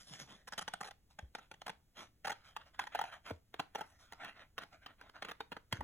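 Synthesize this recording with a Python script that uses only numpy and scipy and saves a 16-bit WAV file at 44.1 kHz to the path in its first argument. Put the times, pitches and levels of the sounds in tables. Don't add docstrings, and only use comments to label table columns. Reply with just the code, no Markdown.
import sys
import numpy as np
from scipy import signal
from scipy.fft import rfft, irfft, next_fast_len
from scipy.io import wavfile
from scipy.ndimage import uniform_filter1d, map_coordinates

SR = 44100
rng = np.random.default_rng(int(sys.argv[2]) if len(sys.argv) > 2 else 0)


def dump(signal):
    limited = np.clip(np.atleast_2d(signal).T, -1, 1)
    pcm = np.round(limited * 32767).astype(np.int16)
    wavfile.write(sys.argv[1], SR, pcm)


N = 257323
TIME = np.arange(N) / SR

# frequency in Hz, relative level in dB.
ROOM_TONE_COLOUR = [(85, -2), (200, -12), (1000, -31.5), (3000, -32.5), (16000, -35.5)]
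ROOM_T60 = 0.23
# frequency in Hz, lead of the left one in radians.
LEFT_LEAD = [(90, 0), (400, -.8), (620, -.3), (950, -1.2), (1400, -.1), (2000, .4), (2550, 1.7),
             (3400, 1.3), (4850, 3.14), (9100, 9.42), (13400, 15.7), (16000, 19.5)]
# frequency in Hz, left minus right in dB.
LEFT_BALANCE = [(750, .5), (1350, -3), (1800, -0.8), (2500, -2), (3300, -0.5)]
BAND_LIMIT = 16100

# start in seconds, level in dB before attack and decay,
# pitch it settles to in Hz, time to fall 60 dB in seconds.
BUCKLES = [(.108, -48, 127, 0.14), (0.214, -50, 125, 0.17), (1.228, -39.5, 59.5, 0.14),
           (3.313, -39.5, 81, 0.16), (5.731, -27.5, 89.3, 0.056), (5.79, -38.5, 60.6, 0.16)]
# frequency in Hz, relative level in dB.
FLEX_COLOUR = [(25, -16.5), (90, -4.5), (300, 0), (600, -9), (1500, -65)]

# start in seconds, length in seconds, nominal rub level in dB,
# flexing in dB relative to the rub, hiss in dB relative to the rub.
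STROKES = [(0, 0.024, -60, -6.5, 3), (0.026, .035, -71, -5, 6), (0.071, 0.049, -61, -5, 1.5),
           (0.125, 0.042, -52, -6.5, -3.5), (0.194, 0.028, -52.5, 0, 2.5), (0.282, 0.069, -57.5, 1, -8.5),
           (0.348, 0.073, -66, -8, -12), (1.108, 0.0087, -68, -14, -0.5), (1.414, 0.035, -66.5, -4.5, -10),
           (1.97, 0.063, -49.5, -5, -7.5), (2.346, 0.11, -70.5, -16, -12), (2.45, 0.06, -60.5, -23, -6.5),
           (2.608, 0.016, -59.5, -22, -16), (2.665, 0.013, -61, -18, -11), (2.742, 0.013, -62, -14, -10.5),
           (2.81, .016, -44.5, -11.5, -15), (2.925, 0.17, -51, -14, -16), (3.126, 0.019, -46, -24, -16.5),
           (3.261, 0.042, -47, -11, -10), (3.758, 0.071, -54, -6, -13), (3.84, 0.12, -71, -14, -3),
           (3.997, 0.067, -64, -17.5, -2.5), (4.07, 0.14, -70, -19, -9), (4.204, 0.086, -46, -10, -20.5),
           (4.355, 0.029, -57, -7.5, -21), (4.397, 0.033, -54, -8, -19), (4.596, 0.042, -56, -2.5, -17),
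           (4.725, 0.024, -56.5, -8, -16), (4.821, 0.029, -62, -9.5, -17.5), (4.882, 0.032, -58.5, -4, -31),
           (4.992, 0.093, -61, -6.5, -23), (5.149, 0.028, -53.5, -9.5, -20),
           (5.23, 0.072, -55.5, -2.5, -24), (5.417, .025, -65.5, -3, -35), (5.747, 0.033, -59.5, 8.5, -11),
           (5.816, 0.023, -63, 15, -25)]
SWELL_DB_PER_S, ARCH_DB, FADE_DB_PER_S = 1050, 3.5, 400.5
PRESS_DB_PER_S, DRAG_FADE_DB_PER_S = 1701, 240
DRAG_DB = -18.5
DRAG_FLEX_DB, DRAG_HISS_DB = -6, -12.5
# frequency in Hz, relative level in dB.
LOOSE_RUB_COLOUR = [(300, -34.5), (560, 0.5), (830, 1.5), (1100, -3), (1800, -0.5), (2700, -4.5), (3400, 3),
                    (4200, -13.5), (9000, -73)]
# frequency in Hz, relative level in dB.
WEDGED_RUB_COLOUR = [(300, -40), (650, 1), (1120, -4), (1360, 3), (2300, -5.5), (3200, -8.5), (4300, -17),
                     (9000, -80.5)]
# frequency in Hz, relative level in dB.
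HISS_COLOUR = [(2500, -19), (5200, 0), (7850, -9.5), (8200, -10.5), (10000, -7.5), (11000, -13.5),
               (15700, -26.5)]

# time in seconds, wedging from 0 (loose in the hand) to 1 (wedged along the blades).
WEDGING = [(.8, 0.048), (1.9, 0.5), (3.1, 1)]
# Hz when loose, Hz when wedged.
BEND_HZ = (186.6, 301)

# start in seconds, length in seconds, crunch level in dB before the held sheet colours it.
BITES = [(0.472, 0.021, -52.5), (0.521, 0.026, -48.5), (.577, 0.021, -42), (0.61, 0.022, -49),
         (0.677, 0.012, -43), (0.735, 0.0066, -40), (0.806, 0.014, -45), (.827, 0.012, -51),
         (0.843, 0.014, -52), (0.857, 0.04, -55.5), (.908, 0.0089, -54), (1.187, .008, -47.5),
         (1.349, 0.0082, -44.5), (1.381, 0.018, -57.5), (1.512, 0.0087, -51.5), (1.538, 0.009, -59),
         (1.616, 0.0049, -48.5), (1.662, 0.009, -46), (1.678, .01, -46), (1.693, 0.011, -45.5),
         (2.245, 0.02, -44.5), (2.269, 0.017, -41.5), (2.294, 0.017, -42), (2.316, 0.016, -46.5),
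         (2.563, 0.0096, -43), (2.791, 0.0097, -37), (2.837, 0.0039, -48), (2.868, 0.01, -48.5),
         (2.947, 0.013, -42.5), (2.989, 0.0066, -40), (3.012, .007, -40.5), (3.037, 0.0081, -49),
         (3.305, 0.0095, -50.5), (3.54, 0.0037, -44.5), (3.593, 0.013, -38.5), (3.748, 0.014, -45.5),
         (3.781, 0.015, -56), (3.807, 0.0098, -47.5), (4.121, 0.0053, -50.5), (4.13, 0.004, -51),
         (4.245, 0.0028, -43), (4.579, 0.012, -41), (4.617, .011, -54.5), (4.633, 0.0038, -48),
         (4.86, 0.012, -49), (5.011, 0.0029, -49), (5.094, 0.0046, -55.5), (5.22, 0.009, -42),
         (5.247, 0.008, -45.5), (5.283, 0.025, -49.5), (5.311, 0.0094, -44.5), (5.403, 0.0088, -43.5),
         (5.517, .016, -47), (5.565, 0.0078, -48.5), (5.724, 0.0061, -33), (5.806, 0.0047, -47)]
# start in seconds,
# then sheet ring, flap and fizz, each in dB relative to the crunch.
SNIPS = [(.45, -6.5, -12.5, -4.5), (.66, -2, -8.5, -6.5), (1.15, -2, -6.5, -9.5), (2.2, 1, -9.5, -9.5),
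         (2.5, 1, -16, -13), (2.92, 8, -12, -12), (3.28, 4, 9.5, -18), (3.5, -5, -3.5, -16),
         (3.72, 6, -1, -9), (4.1, -1.5, -7, -8), (4.2, -28.5, -10, -13.5), (5.2, -8.5, -8, -14.5),
         (5.38, -2, -4, -19), (5.7, -6.5, -10.5, -9), (5.79, 10, 2.5, -13.5)]
# nominal frequency in Hz, width in Hz, relative level in dB.
SHEET_MODES = [(775, 170, -3), (885, 125, 0)]
# frequency in Hz, relative level in dB.
CRUNCH_COLOUR = [(500, -67), (950, -7), (1400, -4), (1850, -4.5), (2300, -11.5), (2900, -9), (4400, -16.5),
                 (8000, -63.5)]
# frequency in Hz, relative level in dB.
FLAP_COLOUR = [(30, -23), (170, -7), (330, -6.5), (450, -1.5), (640, -4.5), (900, -8), (2000, -51.5)]
# frequency in Hz, relative level in dB.
FIZZ_COLOUR = [(2500, -29.5), (4800, -0.5), (5800, 5.5), (7850, -6), (8200, 0), (10000, 0), (10700, -4.5),
               (15700, -12)]


def amp(db):
    return 10 ** (np.asarray(db) / 20)


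def unit(x):
    return x / np.sqrt(np.mean(x ** 2) + 1e-30)


def along(points, hz):
    point_hz, values = np.transpose(points)
    return np.interp(np.log(hz + 1), np.log(point_hz), values)


def random_level(rate):
    knots = rng.standard_normal(int(N * rate / SR) + 4)
    return map_coordinates(knots, [TIME * rate / SR])


def filtered(x, response):
    size = next_fast_len(N + 8192)
    hz = np.fft.rfftfreq(size, 1 / SR)
    return irfft(rfft(x, size) * response(hz), size)[..., :N]


def coloured(x, spectrum):
    return unit(filtered(x, lambda hz: amp(along(spectrum, hz))))


def room_tone():
    rumble = coloured(rng.standard_normal((3, N)), ROOM_TONE_COLOUR)
    shared = amp(-71.5) * microphones(rumble[0])
    own_rumble = amp(-83.0) * rumble[1:]
    own_hiss = amp(-97.0) * rng.standard_normal((2, N))
    return shared + own_rumble + own_hiss


def room(x, early=0.25, count=8):
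    t = np.arange(SR // 2) / SR
    echo = rng.standard_normal((2, len(t))) * amp(-60 * t / ROOM_T60)
    echo /= np.linalg.norm(echo[0])
    for port in echo:
        arrivals = rng.integers(SR // 1000, SR // 200, count)
        port[arrivals] += early * rng.choice([-1, 1], count)
    dull = filtered(x, lambda hz: 1 / (1 + 1j * hz / 4000))
    return signal.fftconvolve(dull[None], echo, axes=1)[:, :N]


def microphones(x):
    lead_hz, lead = np.transpose(LEFT_LEAD)
    halves = np.array([[.5], [-.5]])

    def response(hz):
        phase = halves * np.interp(hz, lead_hz, lead)
        return np.exp(1j * phase) * amp(halves * along(LEFT_BALANCE, hz))

    return filtered(x, response)


def buckles(attack=0.0034, sag=0.84, sag_time=0.0086, ragged=0.095):
    out = np.zeros(N + SR)
    t = np.arange(SR // 3) / SR
    flutters = coloured(rng.standard_normal(N), FLEX_COLOUR)
    for k, (start, db, hz, t60) in enumerate(BUCKLES):
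        pitch = hz * (1 + sag * np.exp(-t / sag_time))
        phase = 2 * np.pi * np.cumsum(pitch) / SR
        flutter = flutters[k * len(t):][:len(t)]
        envelope = amp(db - 60 * t / t60) * (1 - np.exp(-t / attack))
        out[round(start * SR):][:len(t)] += envelope * (np.sin(phase) + ragged * flutter)
    return out[:N]


def friction(step=32):
    t = TIME[::step]
    power = np.zeros((3, len(t)))
    for start, length, db, flex_db, hiss_db in STROKES:
        before, after = np.maximum(start - t, 0), np.maximum(t - start - length, 0)
        arch_db = ARCH_DB * (2 * np.clip((t - start) / length, 0, 1) - 1) ** 2
        ends_db = SWELL_DB_PER_S * before + FADE_DB_PER_S * after
        stroke = amp(db - arch_db - ends_db)
        power += np.outer(amp([0, flex_db, hiss_db]), stroke) ** 2
    for start, length, db in BITES:
        before, after = np.maximum(start - t, 0), np.maximum(t - start - length, 0)
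        drag = amp(db + DRAG_DB - PRESS_DB_PER_S * before - DRAG_FADE_DB_PER_S * after)
        power += np.outer(amp([0, DRAG_FLEX_DB, DRAG_HISS_DB]), drag) ** 2
    return [np.interp(TIME, t, np.sqrt(p)) for p in power]


def fibres(count, rate, spread_db):
    size_db = spread_db * np.minimum(rng.standard_normal(count), 2)
    happens = rng.random(count) < rate / SR
    return happens * rng.choice([-1, 1], count) * amp(size_db)


def patchy(x, depth_db):
    z = signal.stft(x, nperseg=512)[2]
    patch = np.outer(np.hanning(7), np.hanning(24))
    field = signal.fftconvolve(rng.standard_normal(z.shape), patch, "same")
    return unit(signal.istft(z * amp(depth_db * unit(field)), nperseg=512)[1][:N])


def rubbing(wedged, spread_db=0.5, flex_spread_db=6.5, tick_db=-9):
    scraping, flexing, hissing = friction()
    grain = unit(fibres(N, rate=1300, spread_db=7.5) + 0.4 * rng.standard_normal(N))
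    grain = grain + amp(tick_db) * unit(fibres(N, rate=45, spread_db=4))
    pressure = amp(spread_db * random_level(110) - 1)
    loose_rub = (1 - wedged) * coloured(grain, LOOSE_RUB_COLOUR)
    wedged_rub = wedged * coloured(grain, WEDGED_RUB_COLOUR)
    scrape = scraping * patchy(loose_rub + wedged_rub, depth_db=3.5)
    hiss = hissing * patchy(coloured(grain, HISS_COLOUR), depth_db=5.0)
    flex_gain = amp(flex_spread_db * random_level(30))
    flex = flexing * flex_gain * coloured(rng.standard_normal(N), FLEX_COLOUR)
    return pressure * (scrape + hiss + flex)


def held(x, wedged, width_hz=60, bend_db=-2, edge_hz=12300, dull_db=-21, bright_db=4):
    def resonance(mode):
        return filtered(x, lambda hz: 1j * hz * width_hz / (mode ** 2 - hz ** 2 + 1j * hz * width_hz))

    slack, taut = [resonance(mode) for mode in BEND_HZ]
    bending = amp(bend_db) * ((1 - wedged) * slack + wedged * taut)
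    top = filtered(x, lambda hz: 1 - 1 / (1 + (hz / edge_hz) ** 20))
    top_gain = amp(dull_db + (bright_db - dull_db) * np.sqrt(wedged))
    return x + bending + top * (top_gain - 1)


def causal(spectrum, ripple_db, size=2048):
    hz = np.fft.rfftfreq(size, 1 / SR)
    noise = rng.standard_normal(len(hz))
    ripple = unit(uniform_filter1d(uniform_filter1d(noise, size=11), size=11))
    cepstrum = irfft(np.log(amp(along(spectrum, hz) + ripple_db * ripple)))
    cepstrum[1:size // 2] *= 2
    cepstrum[size // 2 + 1:] = 0
    return irfft(np.exp(rfft(cepstrum)))


def sheet_ring(t):
    stiffness = np.exp(.055 * rng.standard_normal())
    ring = np.zeros(len(t))
    for k, (hz, width, db) in enumerate(SHEET_MODES):
        decay = amp(db) * np.exp(-np.pi * width * t)
        ring += (-1) ** k * decay * np.sin(2 * np.pi * hz * stiffness * t)
    return ring


def bites(rise=0.0026, release=0.0023, size=2048):
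    t = np.arange(size) / SR
    out = np.zeros(N + 4 * size)
    for start, length, db in BITES:
        _, ring_db, flap_db, fizz_db = [snip for snip in SNIPS if snip[0] <= start][-1]
        ring = sheet_ring(t)
        crunch = causal(CRUNCH_COLOUR, ripple_db=3.5)
        flap = causal(FLAP_COLOUR, ripple_db=2)
        fizz = causal(FIZZ_COLOUR, ripple_db=4.5)
        run = np.clip(t / rise, 0, 1) ** 2 * np.exp(-np.maximum(t - length * 0.82, 0) / release)
        snaps = run * (fibres(size, rate=2200, spread_db=5.5) + 0.17 * rng.standard_normal(size))
        gains = amp(db + np.array([0, ring_db, flap_db, fizz_db]))
        for voice, gain in zip([crunch, ring, flap, fizz], gains):
            sound = signal.fftconvolve(snaps, voice)
            sound *= gain * np.sqrt(length * SR) / np.linalg.norm(sound)
            first = round((start - .0008) * SR)
            out[first:][:len(sound)] += sound
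    return out[:N]


def scene():
    wedged = np.interp(TIME, *np.transpose(WEDGING))
    card = held(bites() + rubbing(wedged), wedged)
    return microphones(card + buckles()) + amp(-13.0) * room(card) + room_tone()


def record(dry):
    return filtered(dry, lambda hz: 1 / (1 + (hz / BAND_LIMIT) ** 120))


dry = scene()
out = record(dry)
dump(out)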